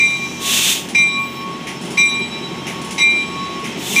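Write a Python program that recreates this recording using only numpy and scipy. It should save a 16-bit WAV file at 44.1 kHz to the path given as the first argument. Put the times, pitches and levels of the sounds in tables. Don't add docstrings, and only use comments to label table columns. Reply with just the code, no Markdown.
import sys
import numpy as np
from scipy.fft import rfft, irfft, next_fast_len
from scipy.io import wavfile
from scipy.ndimage import uniform_filter1d, map_coordinates

SR = 44100
rng = np.random.default_rng(int(sys.argv[2]) if len(sys.argv) > 2 else 0)


def materialize(psi):
    bounded = np.clip(np.atleast_2d(psi).T, -1, 1)
    quanta = np.round(bounded * 32767).astype(np.int16)
    wavfile.write(sys.argv[1], SR, quanta)


N = 176400
TIME = np.arange(N) / SR

# (time [s], level [dB], tilt [dB/octave], swell of the strongest partial [s],
# echo's Doppler shift [%], echo's initial gain [dB], gain of the middle partials [dB])
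STROKES = [(-.02, -1.5, -2.5, 0.01, 0.382, -9, -1), (.946, 0, -1.5, .005, 0.186, -8, -3),
           (1.972, -2, 1, 0.0051, 0.237, -3, 1.5), (2.979, 1, -2, 0.061, 0.06, -6.5, 0),
           (3.957, 0.5, .5, 0.0082, 0.53, -4, -6)]


def amp(db):
    return 10 ** (np.asarray(db) / 20)


def unit(x):
    return x / np.sqrt(np.mean(np.abs(x) ** 2) + 1e-20)


def curve(rows):
    return np.interp(TIME, *np.transpose(rows))


def wobble(rate):
    coarse = map_coordinates(rng.standard_normal(int(N * rate / SR) + 6), [TIME[::32] * rate + 2])
    return np.interp(TIME, TIME[::32], coarse)


def fading(rate):
    return unit(wobble(rate) + 1j * wobble(rate))


def tone(hz, flutter, width_hz):
    gain = 1 + flutter * fading(width_hz)
    return unit(np.real(gain * np.exp(2j * np.pi * (hz * TIME + rng.random()))))


def filtered(x, response):
    size = next_fast_len(N + 8192)
    return irfft(rfft(x, size) * response(np.fft.rfftfreq(size, 1 / SR)), size)[:N]


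def coloured(x, spectrum, tilt_db=0):
    knots_hz, db = np.transpose(spectrum)
    tilted_db = db + tilt_db * np.log2(knots_hz / knots_hz[0])
    return unit(filtered(x, lambda hz: amp(np.interp(np.log(hz + 1), np.log(knots_hz), tilted_db))))


def noise(spectrum, tilt_db=0):
    return coloured(rng.standard_normal(N), spectrum, tilt_db)


def burst(start, end, rise, t60):
    return np.clip((TIME - start) / rise, 0, 1) * amp(-60 * np.maximum(TIME - end, 0) / t60)


def bell():
    # (frequency [Hz], relative level [dB], t60 [s], rise [s])
    modes = [(2118, -10, .38, .05), (2375, -5, .85, .004), (3009, -34, .35, .003), (3720, -23, .75, .025),
             (3914, -18.5, 1.5, .005), (5171, -31, .25, .003), (5764, -21.5, .48, .012),
             (5956, -28.5, .35, .005), (6064, -35, .4, .005), (6242, -27, .42, .005), (7734, -34, .6, .004),
             (7852, -27.5, .85, .005), (8685, -54, .5, .003), (10052, -37, .7, .004),
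             (10347, -49, .4, .003), (12352, -45, .5, .002), (14740, -51, .28, .002)]
    echo_delay_s, echo_rise_s, echo_growth_db_per_s = 0.052, 0.051, 9
    scatter_share, scatter_db_per_octave, doppler_spread, scatter_rise_s = 0.42, 6.5, 0.007, 0.05
    strongest_hz = max(modes, key=lambda mode: mode[1])[0]
    out = np.zeros(N)
    for hz, db, t60, rise in modes:
        octaves = np.log2(hz / strongest_hz)
        scatter = scatter_share * amp(scatter_db_per_octave * octaves) * fading(doppler_spread * hz)
        wander_rad = octaves * wobble(12)
        for start, stroke_db, tilt_db, swell, shift_percent, echo_db, middle_db in STROKES:
            live = (TIME >= start) & (TIME < start + 1.5 * t60)
            t = TIME[live] - start
            onset = np.minimum(t / swell, 1) ** 2 if hz == strongest_hz else 1
            colour_db = tilt_db * octaves + middle_db * (3500 < hz < 4500)
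            envelope = onset * (1 - np.exp(-t / rise)) * amp(db + stroke_db + colour_db - 60 * t / t60)
            beat_hz = hz * shift_percent / 100
            echo_phase = 2 * np.pi * beat_hz * (t - echo_delay_s) + wander_rad[live]
            echo_gain = amp(np.minimum(echo_db + echo_growth_db_per_s * t, 0))
            echo_onset = np.clip((t - echo_delay_s) / echo_rise_s + 1, 0, 1)
            echo = echo_gain * echo_onset * np.exp(1j * echo_phase)
            paths = 1 + echo + scatter[live] * np.minimum(t / scatter_rise_s, 1)
            out[live] += envelope * np.real(paths * np.exp(2j * np.pi * (hz * t + rng.random())))
    return out


def clapper():
    # (frequency [Hz], relative level [dB])
    spectrum = [(300, -70), (900, -6), (1500, -20), (2200, 4.5), (3000, -7), (4500, -16.5), (6000, -7.5),
                (8500, -37), (15000, -42)]
    blows = sum(amp(db - 19) * burst(start, start, rise=0.0025, t60=0.19) for start, db, *_ in STROKES)
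    return blows * noise(spectrum)


def bell_hum():
    # (time [s], relative level [dB])
    levels = [(0.0, -40), (0.28, -40.5), (0.33, -52), (0.43, -35.5), (0.91, -49), (1.2, -29.5),
              (1.3, -39.5), (1.46, -30.5), (1.92, -52.5), (2.0, -28), (2.28, -45), (3.05, -36.5),
              (3.16, -47.5), (3.41, -27), (3.63, -35), (3.75, -51), (3.92, -52), (4.0, -30)]
    return amp(curve(levels) + 3) * tone(1105.8, flutter=0.3, width_hz=13)


def exhaust():
    # (frequency [Hz], gain [dB])
    response = [(20, -50), (37, -43), (48, -15.5), (70, -18), (115, -16), (138, -1.5), (190, 3),
                (260, -1.5), (390, 0.5), (500, -11.5), (800, -9.5), (1400, -18), (2500, -42)]
    # (time [s], level [dB])
    levels = [(0, -34), (.6, -30), (1.2, -32.5), (1.8, -30.5), (1.87, -27.5), (2.1, -31), (2.8, -28.5),
              (3.5, -30), (4, -27)]
    shaft_hz, cylinders, cylinder_spread, firing_db = 14.85, 12, 0.73, -8
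    count = int(N / SR * shaft_hz * cylinders)
    sizes = np.resize(1 + cylinder_spread * unit(rng.standard_normal(cylinders)), count)
    time_jitter, size_jitter = rng.standard_normal((count, 2)).T
    times = (np.arange(count) + 0.247 * time_jitter) / (shaft_hz * cylinders)
    samples = np.clip(times * SR, 0, N - 1).astype(int)
    pulses = np.bincount(samples, sizes * (1 + 0.25 * size_jitter), N)
    firing = amp(firing_db) * coloured(pulses - pulses.mean(), response)
    roar = noise(response)
    chug = amp(0.74 * wobble(45))
    return amp(curve(levels)) * unit((roar + firing) * chug)


def machinery():
    # (frequency [Hz], relative level [dB], flutter [ratio])
    shaft_tones = [(89, -50, .4), (134.8, -44.5, 0.73), (178.7, -44.5, 0.97), (237.4, -39, 0.28),
                   (539, -56, 1)]
    # (frequency [Hz], relative level [dB], flutter [ratio])
    whine_tones = [(904, -44, 0.37), (991, -54.5, .5), (3180, -44.5, 1.2), (5376, -46, 1.4),
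                   (10770, -59, 1.2)]
    # (time [s], gain [dB])
    approach = [(0, -5), (1.05, -4), (1.3, -0.5), (4, 1)]
    # (frequency [Hz], relative level [dB])
    rush_spectrum = [(150, -65), (500, -10), (1400, -3), (2100, 7.5), (3200, 6.5), (4400, -3.5), (6000, -3),
                     (8000, -9), (10000, -21), (15000, -37)]
    # (time [s], level [dB])
    rush_levels = [(0, -36), (1.3, -36.5), (2, -35), (2.9, -34.5), (4, -32)]
    orders, whines = (
        sum(amp(db) * tone(hz, flutter, width_hz=6 + 0.006 * hz) for hz, db, flutter in tones)
        for tones in (shaft_tones, whine_tones))
    rush = amp(curve(rush_levels) + 0.39 * wobble(30.32)) * noise(rush_spectrum)
    return orders + amp(curve(approach)) * whines + rush


def air_leaks():
    # (start [s], end [s], level [dB], tilt [dB/octave])
    leaks = [(-.2, 0.425, -37, -11.5), (1.155, 1.378, -45.5, 14)]
    # (frequency [Hz], relative level [dB])
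    spectrum = [(500, -64), (5000, -7), (5900, 7), (7500, -1), (10000, -4), (13500, -1.5), (15500, -4)]
    return sum(amp(db) * burst(start, end, rise=0.06, t60=0.44) * noise(spectrum, tilt_db)
               for start, end, db, tilt_db in leaks)


def blowoffs():
    # (start [s], end [s], level [dB], tilt [dB/octave])
    openings = [(0.392, 0.721, -13, -1.5), (3.762, 4.2, -22.5, 0.2)]
    # (frequency [Hz], relative level [dB])
    spectrum = [(150, -70), (600, -21.5), (1500, -18), (2100, -10), (2650, -1.5), (3050, -2), (3550, 2),
                (4100, -5.5), (4900, -9), (6400, -2.5), (8000, -5), (10500, -11), (15000, -13)]
    # (frequency [Hz], relative level [dB])
    resonances = [(2686, -19), (3123, -19.5), (3548, -13.5), (7058, -23)]
    whistle = sum(amp(db) * tone(hz, flutter=3, width_hz=45) for hz, db in resonances)
    out = np.zeros(N)
    for start, end, db, tilt_db in openings:
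        jet = noise(spectrum, tilt_db) + whistle
        out += amp(db + 0.23 * wobble(40)) * burst(start, end, rise=0.17, t60=0.34) * jet
    return out


def ringer():
    # (time [s], level [dB], t60 [s])
    spits = [(0.886, -30, 0.24), (1.812, -35.5, 0.47), (1.849, -43, 0.35), (1.904, -35, 0.52),
             (2.815, -32, 0.15), (2.845, -35, 0.39), (2.907, -30, 0.38)]
    # (frequency [Hz], relative level [dB])
    spit_spectrum = [(300, -48), (1500, -2), (3200, 4), (4500, -1.5), (7000, 1.5), (8500, -4), (9800, 2.5),
                     (11000, -15), (15000, -18)]
    # (time [s], level [dB])
    puffs = [(1.668, -28), (2.666, -26), (3.642, -28)]
    # (frequency [Hz], relative level [dB])
    puff_spectrum = [(150, -58), (600, -20), (1400, -6), (2100, 8.5), (3000, 4.5), (4400, -11),
                     (6000, -1.5), (8500, -14), (9600, -6), (11500, -16.5), (15000, -23)]
    spitting = sum(amp(db) * burst(at, at + 0.0038, rise=0.0021, t60=t60) for at, db, t60 in spits)
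    puffing = sum(amp(db) * burst(at, at + 0.025, rise=0.0024, t60=0.32) for at, db in puffs)
    return puffing * noise(puff_spectrum) + spitting * noise(spit_spectrum)


def scene():
    mono = bell() + clapper() + bell_hum() + exhaust() + machinery() + air_leaks() + blowoffs() + ringer()
    return np.tile(mono, (2, 1))


def record(dry):
    ceiling_db, release_db_per_s, cutoff_hz = -3.5, 42, 15450
    peak_db = 20 * np.log10(np.abs(dry).max(axis=0) + 1e-9)
    over_db = np.maximum(peak_db - ceiling_db, 0)
    recovery_db = release_db_per_s * TIME
    held_db = np.maximum.accumulate(over_db + recovery_db) - recovery_db
    gain = amp(-uniform_filter1d(held_db, size=60))
    return np.array([filtered(channel * gain, lambda hz: hz < cutoff_hz) for channel in dry])


dry = scene()
out = record(dry)
materialize(out)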